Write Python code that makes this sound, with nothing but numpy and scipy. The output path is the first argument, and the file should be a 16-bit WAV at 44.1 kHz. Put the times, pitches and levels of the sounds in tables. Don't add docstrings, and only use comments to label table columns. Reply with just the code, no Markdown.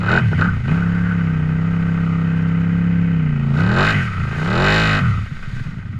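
import sys
import numpy as np
from scipy import signal
from scipy.fft import rfft, irfft, next_fast_len
from scipy.io import wavfile
from scipy.ndimage import uniform_filter1d, map_coordinates

SR = 44100
rng = np.random.default_rng(int(sys.argv[2]) if len(sys.argv) > 2 else 0)


def wav_out(sig):
    wavfile.write(sys.argv[1], SR, np.round(np.clip(np.atleast_2d(sig).T, -1, 1) * 32767).astype(np.int16))


N = 264159

# time in seconds, engine cycles in Hz.
CYCLE_SPEED = [(0, 36), (.07, 34), (.13, 42), (.19, 46), (.31, 32), (.37, 29), (.47, 36), (.54, 30),
               (.63, 24.5), (.76, 34), (1.1, 35), (1.42, 30.9), (1.7, 33.7), (2.38, 33), (2.87, 34.4),
               (3.12, 33.7), (3.37, 28.1), (3.54, 27.7), (3.72, 40.3), (3.89, 54.3), (3.95, 52),
               (4.12, 32.5), (4.27, 25.7), (4.44, 31.7), (4.62, 47.3), (4.79, 54.3), (4.99, 50.5),
               (5.18, 25), (5.36, 16.1), (5.54, 13.9), (5.99, 13.9)]
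# time in seconds, opening (0 shut, 0.5 cruising, 1 wide open).
THROTTLE = [(0, 0.64), (.1, 0.87), (.19, 0.91), (.22, 0), (.3, 0.083), (.33, .6), (.37, 0.071), (.4, 0.85),
            (.47, 0.45), (.52, 0.19), (.63, 0.15), (.68, 0.57), (.8, 0.4), (3.52, .5), (3.62, 0.7),
            (3.8, 0.93), (3.92, 0.78), (3.96, 0.1), (4.15, 0.18), (4.38, 0.35), (4.6, 1), (4.99, 0.77),
            (5.02, 0.036), (5.99, 0)]
# time in seconds, unevenness (0-1).
UNEVENNESS = [(0, .12), (.2, .1), (.3, .06), (.5, .15), (.65, .25), (.8, .06), (3.4, .06), (3.9, .04),
              (4.05, .07), (4.15, .14), (4.4, .08), (4.6, .03), (5, .04), (5.14, .08), (5.24, .28),
              (5.4, .5), (5.99, .5)]
REAR_LAG = 0.383

# time in seconds, level in dB.
EXHAUST_LEVEL = [(0.0, -20), (0.33, -14.5), (0.37, -18), (0.4, -15), (0.62, -21.5), (0.72, -16.5),
                 (1.77, -17.5), (3.14, -15.5), (3.39, -18), (3.62, -14.5), (3.92, -19), (3.95, -15.5),
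                 (4.15, -26.5), (4.19, -18), (4.35, -25), (4.37, -21), (4.54, -18), (4.97, -17),
                 (5.09, -15), (5.44, -34), (5.55, -29.5), (5.79, -24.5), (5.81, -28), (5.99, -25)]
# order, relative level in dB at shut, cruising and open throttle.
NOTE_ORDERS = [(1, -5, -19.5, 12.5), (2, -3.5, -12.5, -9.5), (3, 0, -17, -2.5), (4, -5.5, -27, -8),
               (5, -14, -6.5, -11.5), (6, -23, -20.5, -22.5), (7, -24.5, -24, -22), (8, -34, -12, -14),
               (9, -27, -23.5, -14), (10, -32, -30, -20.5), (11, -34, -24, -11), (12, -30, -32, -16.5),
               (13, -33, -31.5, -24), (14, -37, -27.5, -21), (15, -42.5, -30, -24)]
# frequency in Hz, relative level in dB.
MUFFLER_PASS = [(40, -17), (75, -2.5), (105, 9.0), (135, 6), (165, 8.0), (200, 8.5), (250, -0.5), (330, -9),
                (400, -3.5), (800, 6.5)]
# centre in Hz, width in Hz, relative level in dB.
PIPE_MODES = [(73, 41, 3), (103.7, 36, 5), (175, 39.4, 2.5), (242, 83, -7.5)]
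# start in seconds, level in dB before the puff's rise and decay.
IDLE_PUFFS = [(5.235, -9), (5.319, -11), (5.475, -14), (5.532, -10), (5.564, -12.5), (5.607, -10.5),
              (5.662, -11.5), (5.683, -11), (5.734, -16), (5.771, -14.5), (5.851, -14), (5.892, -11.5),
              (5.939, -17), (5.959, -10), (5.979, -20)]
PUFF_HZ, PUFF_T60_S, PUFF_RISE_S = 124, 0.075, 0.0031

# time in seconds, intake roar in dB,
# housing ring in dB, clatter in dB, treble in dB.
LAYER_LEVELS = [(0.0, -43.5, -38, -40, -47), (0.03, -28, -29.5, -36, -48), (0.05, -32.5, -29, -36.5, -46),
                (0.12, -22.5, -25, -27, -36), (0.15, -22.5, -32, -29.5, -39),
                (0.18, -22.5, -26, -28.5, -37.5), (0.2, -34.5, -26, -32, -41.5),
                (0.23, -35, -33, -33.5, -49), (0.3, -45, -38.5, -40, -50), (0.33, -26.5, -36, -37, -49),
                (0.37, -45, -40.5, -35, -48), (0.4, -27, -26, -32.5, -43.5), (0.46, -36, -23.5, -36.5, -47),
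                (0.52, -43, -34, -40, -53.5), (0.62, -41.5, -43.5, -42.5, -54),
                (0.73, -30.5, -30, -34, -48), (0.82, -36.5, -34, -40, -52.5),
                (1.1, -39.5, -32.5, -38.5, -53.5), (1.45, -38, -38.5, -41, -56),
                (1.97, -37.5, -35, -40, -54), (3.34, -41, -40.5, -40.5, -58), (3.52, -36, -39.5, -43, -53),
                (3.6, -28.5, -28.5, -34.5, -40), (3.62, -30, -29, -34, -44.5),
                (3.75, -27, -24.5, -34.5, -38), (3.8, -18.5, -18.5, -26, -31.5),
                (3.9, -30, -19.5, -23, -30), (3.95, -30.5, -25.5, -23, -39), (4.1, -44, -31.5, -36, -48.5),
                (4.3, -37, -33.5, -37.5, -49), (4.62, -19.5, -22.5, -28.5, -31.5),
                (4.67, -20.5, -19, -21, -28.5), (4.75, -20.5, -21.5, -22, -26),
                (4.94, -33, -21.5, -23, -31.5), (4.97, -27, -23.5, -25.5, -34),
                (5.04, -39, -26, -33.5, -45.5), (5.3, -49.5, -43.5, -44.5, -52.5),
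                (5.6, -48.5, -41, -43.5, -49.5), (5.81, -50, -47.5, -48.5, -59.5),
                (5.99, -56, -48, -49.5, -61)]
GROWL_DB, BARK_DB, SNAP_DB, RING_DB, CLATTER_DB, FIZZ_DB = -4, -6, -4, 0.5, 0, -1

# centre in Hz, width in Hz, relative level in dB.
AIRBOX_MODES = [(318, 77, -2.5), (398, 110, 1.5), (497, 178, -3.5)]
INTAKE_MODES = [(642, 290, 1), (827, 91, 4.5), (909, 81, 2.5)]
HOUSING_MODES = [(1215, 170, -6), (1340, 127, -2), (1563, 124, -0.5), (1598, 45, -2.5)]
PANEL_MODES = [(1859, 48, 0.5), (2036, 98, -0.5), (2267, 88, -6), (2496, 114, -6), (3046, 208, -13.5)]
FIZZ_MODES = [(3500, 880, -0.5), (5020, 430, -5.5), (5400, 150, -4.5), (6880, 540, -8), (7870, 670, -15),
              (12200, 510, -35.5)]
RASP_MODES = [(3280, 340, -1.5), (4200, 600, -2.5), (4920, 110, -6), (5240, 300, -17), (7330, 210, -12.5),
              (8700, 2300, -33)]

# start in seconds, starting level in dB
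HARD_FIRINGS = [(0.083, -10), (0.105, -3.5), (.1291, -12), (0.1506, -4), (0.175, -4), (0.197, -10),
                (.331, -14.5), (.389, -16), (0.4193, -7.5), (0.455, -11), (.486, -14.5), (.653, -21.5),
                (0.7325, -19), (0.795, -22), (0.822, -16.5), (.969, -17.5), (1.056, -17.5), (1.111, -17),
                (3.564, -22), (3.599, -17), (3.71, -7.5), (5.425, -25), (5.826, -27.5)]
BODY_DB, PARTS_DB = -1, -32
# time in seconds, level in dB.
RUMBLE_LEVEL = [(0.0, -42), (0.06, -36.5), (1.43, -34.5), (2.65, -42), (3.65, -29.5), (3.69, -33),
                (4.04, -38), (4.45, -33), (4.61, -31), (4.72, -39), (5.41, -27), (5.89, -40), (5.99, -38)]


def engine():
    cycle_hz, = curves(CYCLE_SPEED)
    roar_db, housing_db, panels_db, treble_db = curves(LAYER_LEVELS)
    opening = np.clip(curves(THROTTLE)[0], 0, 1)
    open_share = np.clip(2 * opening - .85, 0, 1)
    turns = np.cumsum(cycle_hz) / SR + .9
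    strokes = firings(turns - .03, rear_db=0.5)
    shake = shaking(turns, strokes, open_share)
    return (exhaust(turns, cycle_hz, opening) + puffs()
            + snap(turns, open_share, roar_db)
            + bark(turns, strokes, open_share, roar_db)
            + housing_ring(shake, housing_db)
            + amp(panels_db + CLATTER_DB) * unit(resonant(shake, PANEL_MODES, (1650, 4000)))
            + fizz(turns, open_share, treble_db))


def exhaust(turns, cycle_hz, opening):
    exhaust_db, = curves(EXHAUST_LEVEL)
    churn = resonant(gated(turns, lag=0.038, sharp=12, depth=1.3), PIPE_MODES, (40, 300))
    churn_db = np.interp(curves(UNEVENNESS)[0], [.04, .15, .5], [-20, -7, -5])
    return amp(exhaust_db) * (note(turns, cycle_hz, opening) + amp(churn_db) * unit(churn))


def note(turns, cycle_hz, opening):
    clear = np.clip((cycle_hz - 19) / 6, 0, 1)
    hz, pass_db = np.transpose(MUFFLER_PASS)
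    out = np.zeros(N)
    for k, (_, *by_throttle_db) in enumerate(NOTE_ORDERS, 1):
        db = np.interp(opening, [0, .5, 1], by_throttle_db)
        db += np.interp(np.log(k * cycle_hz), np.log(hz), pass_db)
        firing_phase = np.angle(1 + np.exp(-2j * np.pi * k * REAR_LAG))
        out += amp(db) * np.sin(2 * np.pi * k * turns + firing_phase)
    return clear * unit(out)


def puffs():
    out, t = np.zeros(N + SR), np.arange(SR // 12) / SR
    for (s, db), detune in zip(IDLE_PUFFS, rng.normal(1, 0.14, len(IDLE_PUFFS))):
        decay = amp(db - 60 * t / PUFF_T60_S)
        rise = 1 - np.exp(-t / PUFF_RISE_S)
        out[round(s * SR):][:len(t)] += decay * rise * np.sin(2 * np.pi * PUFF_HZ * detune * t)
    return out[:N]


def snap(turns, open_share, roar_db):
    pulses = -firings(turns - .03, rear_db=-8)
    snaps = resonant(pulses, [(600, 440, 0)], (120, 2800))
    return amp(roar_db + SNAP_DB) * open_share * unit(snaps)


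def bark(turns, strokes, open_share, roar_db):
    steady = np.interp(curves(UNEVENNESS)[0], [.05, .4], [2.2, .4])
    flow = unit(gated(turns, lag=.9, sharp=4, depth=.8))
    suck = flow - (steady + 1.2 * open_share) * shaken(strokes, t60=.003)
    growl = unit(resonant(suck, AIRBOX_MODES, (290, 600)))
    duct = unit(resonant(suck, INTAKE_MODES, (560, 1100)))
    return amp(roar_db + GROWL_DB) * growl + amp(roar_db + BARK_DB) * duct


def shaking(turns, strokes, open_share):
    loose = unit(gated(turns, lag=1.0, sharp=3, depth=0.68) * amp(1.1 * wobble(40)))
    return loose + (.55 + 2 * open_share) * shaken(strokes, t60=.03)


def housing_ring(shake, housing_db):
    drift_db = 1.7 * wobble(7)
    low = resonant(shake, HOUSING_MODES[:2], (1000, 1800))
    high = resonant(shake, HOUSING_MODES[2:], (1000, 1800))
    return amp(housing_db + RING_DB) * unit(amp(drift_db) * low + amp(-drift_db) * high)


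def fizz(turns, open_share, treble_db):
    drops = gated(turns, lag=1.0, sharp=4.6, depth=0.2) * amp(.8 * wobble(65))
    spray = unit(resonant(drops, FIZZ_MODES, (2600, 14000)))
    blows = shaken(firings(turns - .03, rear_db=-6.0), t60=0.038)
    rasp = unit(resonant(blows, RASP_MODES, (2600, 8500)))
    return amp(treble_db + FIZZ_DB) * unit(spray + 2.8 * open_share * rasp)


def hard_firings():
    t = np.arange(SR // 30) / SR
    padded = np.zeros(N + len(t))
    for s, db in HARD_FIRINGS:
        padded[round(s * SR):][:len(t)] += amp(db - 60 * t / 0.017) * rng.standard_normal(len(t))
    bursts = padded[:N]
    shell_modes = [(1274, 120, -5.5), (1490, 62, 5), (1980, 180, -21)]  # (Hz, width Hz, relative dB)
    shell = amp(18.0) * resonant(bursts, shell_modes, (900, 3000))
    body = amp(BODY_DB) * resonant(bursts, AIRBOX_MODES + INTAKE_MODES, (280, 1200))
    parts = amp(PARTS_DB) * resonant(bursts, FIZZ_MODES, (2600, 9000))
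    return shell + body + parts


def rumble():
    level_db, = curves(RUMBLE_LEVEL)
    lumps = rng.standard_normal(N) * amp(3 * wobble(5))
    sway = resonant(lumps, [(15, 160, -1.0), (30.8, 15, -2.0)], (4, 45))
    return amp(level_db) * unit(sway, smooth_s=0.96)


def firings(turns, rear_db):
    rough, = curves(UNEVENNESS)
    pulses = np.zeros(N)
    chance = rng.standard_normal((2, 400, 2))
    for cylinder in (0, 1):
        at = np.flatnonzero(np.diff(np.floor(turns - cylinder * REAR_LAG)))
        shift, size = chance[cylinder, :len(at)].T * rough[at]
        moved = np.clip(at + (shift * .0025 * SR).astype(int), 0, N - 1)
        pulses[moved] += amp(17.0 * size + cylinder * rear_db)
    return pulses


def shaken(pulses, t60):
    t = np.arange(SR // 20) / SR
    impacts = amp(-60 * t / t60) * rng.standard_normal(len(t))
    return unit(signal.fftconvolve(pulses, impacts)[:N])


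def gated(turns, lag, sharp, depth):
    flare = np.exp(-sharp * ((turns - lag) % 1))
    return rng.standard_normal(N) * (1 + depth * flare)


def resonant(x, modes, steep_hz=None):
    def ring(f):
        total = 0
        for k, (centre, width, db) in enumerate(modes):
            damping = 1j * f * width
            total = total + (-1) ** k * amp(db) * damping / (centre * centre - f * f + damping)
        return total
    y = filtered(x, ring)
    if steep_hz is None:
        return y
    return signal.sosfilt(signal.butter(3, steep_hz, "band", fs=SR, output="sos"), y)


def filtered(x, response):
    m = next_fast_len(N + SR // 2)
    return irfft(rfft(x, m) * response(np.fft.rfftfreq(m, 1 / SR)), m)[:N]


def wobble(rate):
    knots = rng.standard_normal(int(N * rate / SR) + 4)
    return map_coordinates(knots, [np.arange(N) * rate / SR])


def unit(x, smooth_s=.1):
    size = int(smooth_s * SR)
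    power = uniform_filter1d(uniform_filter1d(x ** 2, size), size)
    return x / np.sqrt(np.abs(power) + 1e-20)


def curves(rows):
    s, *cols = np.transpose(rows)
    return [np.interp(np.arange(N) / SR, s, c) for c in cols]


def amp(db):
    return 10 ** (np.asarray(db) / 20)


def scene():
    return (engine() + hard_firings() + rumble())[None]


def record(dry):
    rounded = dry[0] / (1 + np.abs(dry[0] / .93) ** 6) ** (1 / 6)

    def treble_loss(hz):
        slope = amp(-12 * np.clip((hz - 11500) / 3000, 0, 2))
        return slope * (hz < 15000)
    return filtered(rounded, treble_loss)[None]


dry = scene()
out = record(dry)
wav_out(out)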